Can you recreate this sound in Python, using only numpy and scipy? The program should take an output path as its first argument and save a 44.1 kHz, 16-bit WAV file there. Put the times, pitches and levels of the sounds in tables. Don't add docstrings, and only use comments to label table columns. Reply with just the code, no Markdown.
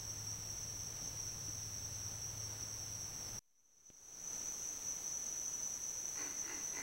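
import sys
import numpy as np
from scipy import signal
from scipy.fft import rfft, irfft, next_fast_len
from scipy.io import wavfile
from scipy.ndimage import uniform_filter1d, map_coordinates

SR = 44100
rng = np.random.default_rng(int(sys.argv[2]) if len(sys.argv) > 2 else 0)


def bounce(signal):
    frames = np.transpose(np.atleast_2d(signal))
    limited = np.clip(frames, -1, 1)
    pcm = np.round(limited * 32767).astype(np.int16)
    wavfile.write(sys.argv[1], SR, pcm)


N = 300762
CUT_S = 3.391


def amp(db):
    return 10 ** (np.asarray(db) / 20)


def clock():
    return np.arange(N) / SR


def wobble(rate_hz):
    return map_coordinates(rng.standard_normal(int(N * rate_hz / SR) + 4), [clock() * rate_hz])


def filtered(sound, response):
    size = next_fast_len(N + SR // 2)
    return irfft(rfft(sound, size) * response(np.fft.rfftfreq(size, 1 / SR)), size)[:N]


def coloured(sound, spectrum):
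    pitch_hz, gain_db = np.transpose(spectrum)
    shaped = filtered(sound, lambda hz: amp(np.interp(np.log(hz + 1), np.log(pitch_hz), gain_db)))
    return shaped / np.sqrt(np.mean(shaped ** 2) + 1e-20)


def add(track, start_s, sound):
    i = round(start_s * SR)
    part = sound[max(-i, 0):max(N - i, 0)]
    track[max(i, 0):max(i, 0) + len(part)] += part


def among_trees(sound, fade_s, echo_db):
    t = np.arange(SR // 3) / SR
    tail = rng.standard_normal(len(t)) * amp(-60 * t / fade_s)
    path = amp(echo_db) * tail / np.linalg.norm(tail)
    path[0] += 1
    return signal.fftconvolve(sound, path / np.linalg.norm(path))


def wing_song(t, hz, strokes_per_s, fall_hz):
    stroke = (t * strokes_per_s + rng.random()) % 1
    pitch_hz = hz + fall_hz * (.5 - stroke)
    return np.sin(np.pi * stroke) * np.sin(2 * np.pi * np.cumsum(pitch_hz) / SR)


# pitch_hz, gain_db
FIRST_NIGHT_CHORUS = [(5200, -38), (5340, -25), (5430, -7.5), (5520, -11.5), (5630, 0), (5710, -5),
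                      (5795, 3), (5860, -17), (5940, -5.5), (6060, -2.5), (6270, -5), (6380, -17),
                      (6520, -36)]
SECOND_NIGHT_CHORUS = [(5350, -44), (5440, -22), (5615, -22), (5660, -8), (5790, -10), (5905, 1.5),
                       (5970, -14), (6025, -0.5), (6170, -5), (6250, -17), (6410, -10.5), (6580, -15),
                       (6690, -24), (6820, -49)]


def far_crickets(spectrum, lowest_hz, highest_hz, start_s, count=36):
    out, t = np.zeros(N), np.arange(N // 2 + SR // 10) / SR
    waver_times = np.arange(0, 4, 1 / 64)
    for hz in np.linspace(lowest_hz, highest_hz, count):
        chirps_per_s = 5 * np.exp(0.1496 * rng.normal())
        chirping = 1 + 0.45 * np.cos(2 * np.pi * (chirps_per_s * t + rng.random()))
        waver_hz = 45 * np.interp(t, waver_times, rng.standard_normal(len(waver_times)))
        strokes_per_s = 55 * np.exp(.2 * rng.normal())
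        add(out, start_s, chirping * wing_song(t, hz + waver_hz, strokes_per_s, fall_hz=294))
    chorus = coloured(out, spectrum)
    return chorus / np.std(chorus[round(start_s * SR):][:N // 2])


# time_s, level_db
ENGINE_LEVELS = [(0.0, -60), (0.03, -56), (0.84, -57), (0.86, -61.5), (2.11, -53.5), (3.12, -59.5),
                 (3.15, -77), (3.27, -62), (3.38, -66)]
# cycles_per_shaft_turn, gain_db
ENGINE_TONES = [(2, -12), (3, -18), (4, -8), (5, 2.5)]
# pitch_hz, gain_db
ENGINE_RUMBLE = [(15, -7), (30, -4.5), (60, -1.5), (110, -1), (150, -0.5), (200, -12), (300, -20),
                 (600, -39.5)]


def far_engine(shaft_hz=21.26, tone_db=-3.4, rumble_db=-58.5, swell_db=1.0):
    firing_db = np.interp(clock(), *np.transpose(ENGINE_LEVELS))
    shaft_angle = 2 * np.pi * np.cumsum(shaft_hz * (1 + 0.0044 * wobble(4.27))) / SR
    hum = np.zeros(N)
    for cycles, db in ENGINE_TONES:
        strength = np.sqrt(2) * amp(db + 2.0 * wobble(5.03))
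        hum += strength * np.sin(cycles * shaft_angle + rng.uniform(0, 2 * np.pi))
    rumble = amp(rumble_db + swell_db * wobble(3.1)) * coloured(rng.standard_normal(N), ENGINE_RUMBLE)
    return amp(firing_db + tone_db) * hum + rumble


# pitch_hz, gain_db
AIR_MURMUR = [(15, -2.5), (50, 1), (150, -1), (400, -3), (1000, -7), (2000, -12), (4500, -16), (9000, -30)]


def night_air(air_db=-59.0, hiss_db=-58.5):
    murmur = coloured(rng.standard_normal(N), AIR_MURMUR)
    hiss = rng.standard_normal(N)
    return amp(air_db + 0.71 * wobble(7)) * murmur + amp(hiss_db) * hiss


def camera_whine(line_hz=15734.3, frames_per_s=29.97, low_db=-67.0, high_db=-73):
    t = clock()
    flip = np.sign(np.sin(np.pi * frames_per_s * t))
    low = amp(low_db) * flip * np.sin(np.pi * line_hz * t)
    high = amp(high_db) * np.sin(2 * np.pi * line_hz * t)
    return np.sqrt(2) * (low + high)


# first_chirp_s, end_s, beat_s, pitch_hz, level_db
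STEADY_CHIRPS = [(0.01, 3.39, .2035, 5430, -59.5), (0.094, 3.39, .1955, 5635, -51.5),
                 (0.105, 3.39, .2185, 5797, -52.5), (0.605, 3.39, .223, 6060, -52),
                 (0.186, 3.39, .446, 6240, -54.5), (3.55, 4.3, .207, 5490, -58),
                 (4.425, 5.7, .169, 5490, -60), (5.765, 6.85, .202, 5490, -60),
                 (3.68, 6.85, .197, 5695, -56), (4.887, 6.85, .167, 5915, -48.5),
                 (3.68, 6.85, .198, 6025, -48.5), (4.53, 6.85, .187, 6180, -50.5)]
# middle_s, pitch_hz, level_db
STANDOUT_CHIRPS = [(0.29, 5610, -47.5), (1.96, 6080, -50), (2.82, 5630, -49), (3.88, 6030, -43),
                   (4.49, 6010, -46.5), (4.89, 6020, -48.5), (5.65, 6030, -44.5)]


def near_crickets(length_s=.075, sag_hz=40, trim_db=-2.0):
    out, t = np.zeros(N), np.arange(SR // 8) / SR
    progress = np.minimum(t / length_s, 1)
    for middle_s, hz, db in chirp_list(STEADY_CHIRPS, STANDOUT_CHIRPS):
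        fall_hz = np.interp(hz, [5500, 5600], [320, 80])
        strokes_per_s = 36 * np.exp(0.13 * rng.normal())
        strokes = wing_song(t, hz + sag_hz * (.5 - progress), strokes_per_s, fall_hz)
        chirp = among_trees(strokes * np.sin(np.pi * progress), fade_s=.14, echo_db=-1.0)
        chirp /= np.sqrt(np.sum(chirp ** 2) / (length_s * SR))
        add(out, middle_s - length_s / 2 - .004, amp(db + trim_db) * chirp)
    return out


def chirp_list(steady, standouts, max_beats=20, stray_s=.006, stray_db=1.0):
    chirps = list(standouts)
    for first_s, end_s, beat_s, hz, db in steady:
        for k, (late, louder) in enumerate(rng.standard_normal((max_beats, 2))):
            middle_s = first_s + k * beat_s
            taken = any(abs(middle_s - loud_s) < beat_s / 2 and abs(hz / loud_hz - 1) < .01
                        for loud_s, loud_hz, _ in standouts)
            if middle_s < end_s and not taken:
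                chirps.append((middle_s + stray_s * late, hz, db + stray_db * louder))
    return chirps


# start_s, level_db, pitch_hz, fade_s (time to fall 60 dB)
SMALL_KNOCKS = [(1.482, -46, 305, 0.076), (3.902, -15, 200, 0.0033)]


def knocks(crack=0.41, dull_above_hz=2700):
    out, t = np.zeros(N), np.arange(SR // 5) / SR
    for start_s, db, hz, fade_s in SMALL_KNOCKS:
        hit = crack * rng.standard_normal(len(t)) - np.sin(2 * np.pi * hz * t)
        add(out, start_s, amp(db - 60 * t / fade_s) * hit)
    return filtered(out, lambda hz: 1 / (1 + 1j * hz / dull_above_hz) ** 2)


# start_s, level_db
FROG_GRUNTS = [(6.135, -4.2), (6.421, -5.6), (6.712, -4.8)]
# pitch_hz, width_hz, gain_db
FROG_RESONANCES = [(292.6, 22, 3.5), (396, 93, -2), (910, 180, -4.5), (1078, 105, -2), (1467, 160, -4),
                   (1700, 110, -3.5), (1965, 85, 2), (2066, 74, 1.5), (2320, 320, -7.5), (2830, 170, -8.5),
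                   (4300, 480, -13)]


def frog(grunt_s=.135, pulses_per_s=57.5, rasp=0.06, sac_boost_db=0.5):
    def throat(hz):
        response = 0
        for k, (pitch_hz, width_hz, db) in enumerate(FROG_RESONANCES):
            peak = 1j * hz * width_hz / (pitch_hz ** 2 - hz ** 2 + 1j * hz * width_hz)
            response += (-1) ** k * amp(db + sac_boost_db * (k < 2)) * peak
        return response

    out, t = np.zeros(N), np.arange(SR // 50) / SR
    for start_s, db in FROG_GRUNTS:
        pulses = np.zeros(N)
        for after_s in np.arange(.004, grunt_s, 1 / pulses_per_s):
            pulse = (t == 0) + rasp * rng.standard_normal(len(t)) * amp(-60 * t / 0.04)
            pulse /= np.linalg.norm(pulse)
            swell = np.sin(np.pi * after_s / grunt_s)
            pulse_s = start_s + after_s + rng.normal(0, .0005)
            add(pulses, pulse_s, amp(db + rng.normal(0, 1)) * swell * pulse)
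        out += among_trees(filtered(pulses, throat), fade_s=.75, echo_db=4.5)[:N]
    return out


def scene():
    first_night = amp(-48.0) * far_crickets(FIRST_NIGHT_CHORUS, 5250, 6450, start_s=0) + far_engine()
    second_night = amp(-45.5) * far_crickets(SECOND_NIGHT_CHORUS, 5400, 6750, start_s=CUT_S)
    distance = np.where(clock() < CUT_S, first_night, second_night)
    mono = distance + night_air() + knocks() + frog() + camera_whine() + near_crickets()
    return np.array([mono, mono])


def record(dry, mute_db=-39.0, rise_db_per_s=41.0, offset_db=-74, hiss_db=-88, top_hz=15900):
    since_cut_s = clock() - CUT_S
    gain_db = np.where(since_cut_s < 0, 0, np.minimum(mute_db + rise_db_per_s * since_cut_s, 0))
    gain = uniform_filter1d(amp(gain_db), size=48)
    converter = amp(hiss_db) * rng.standard_normal(N) - amp(offset_db)
    return np.array([filtered(channel * gain + converter, lambda hz: hz < top_hz) for channel in dry])


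dry = scene()
out = record(dry)
bounce(out)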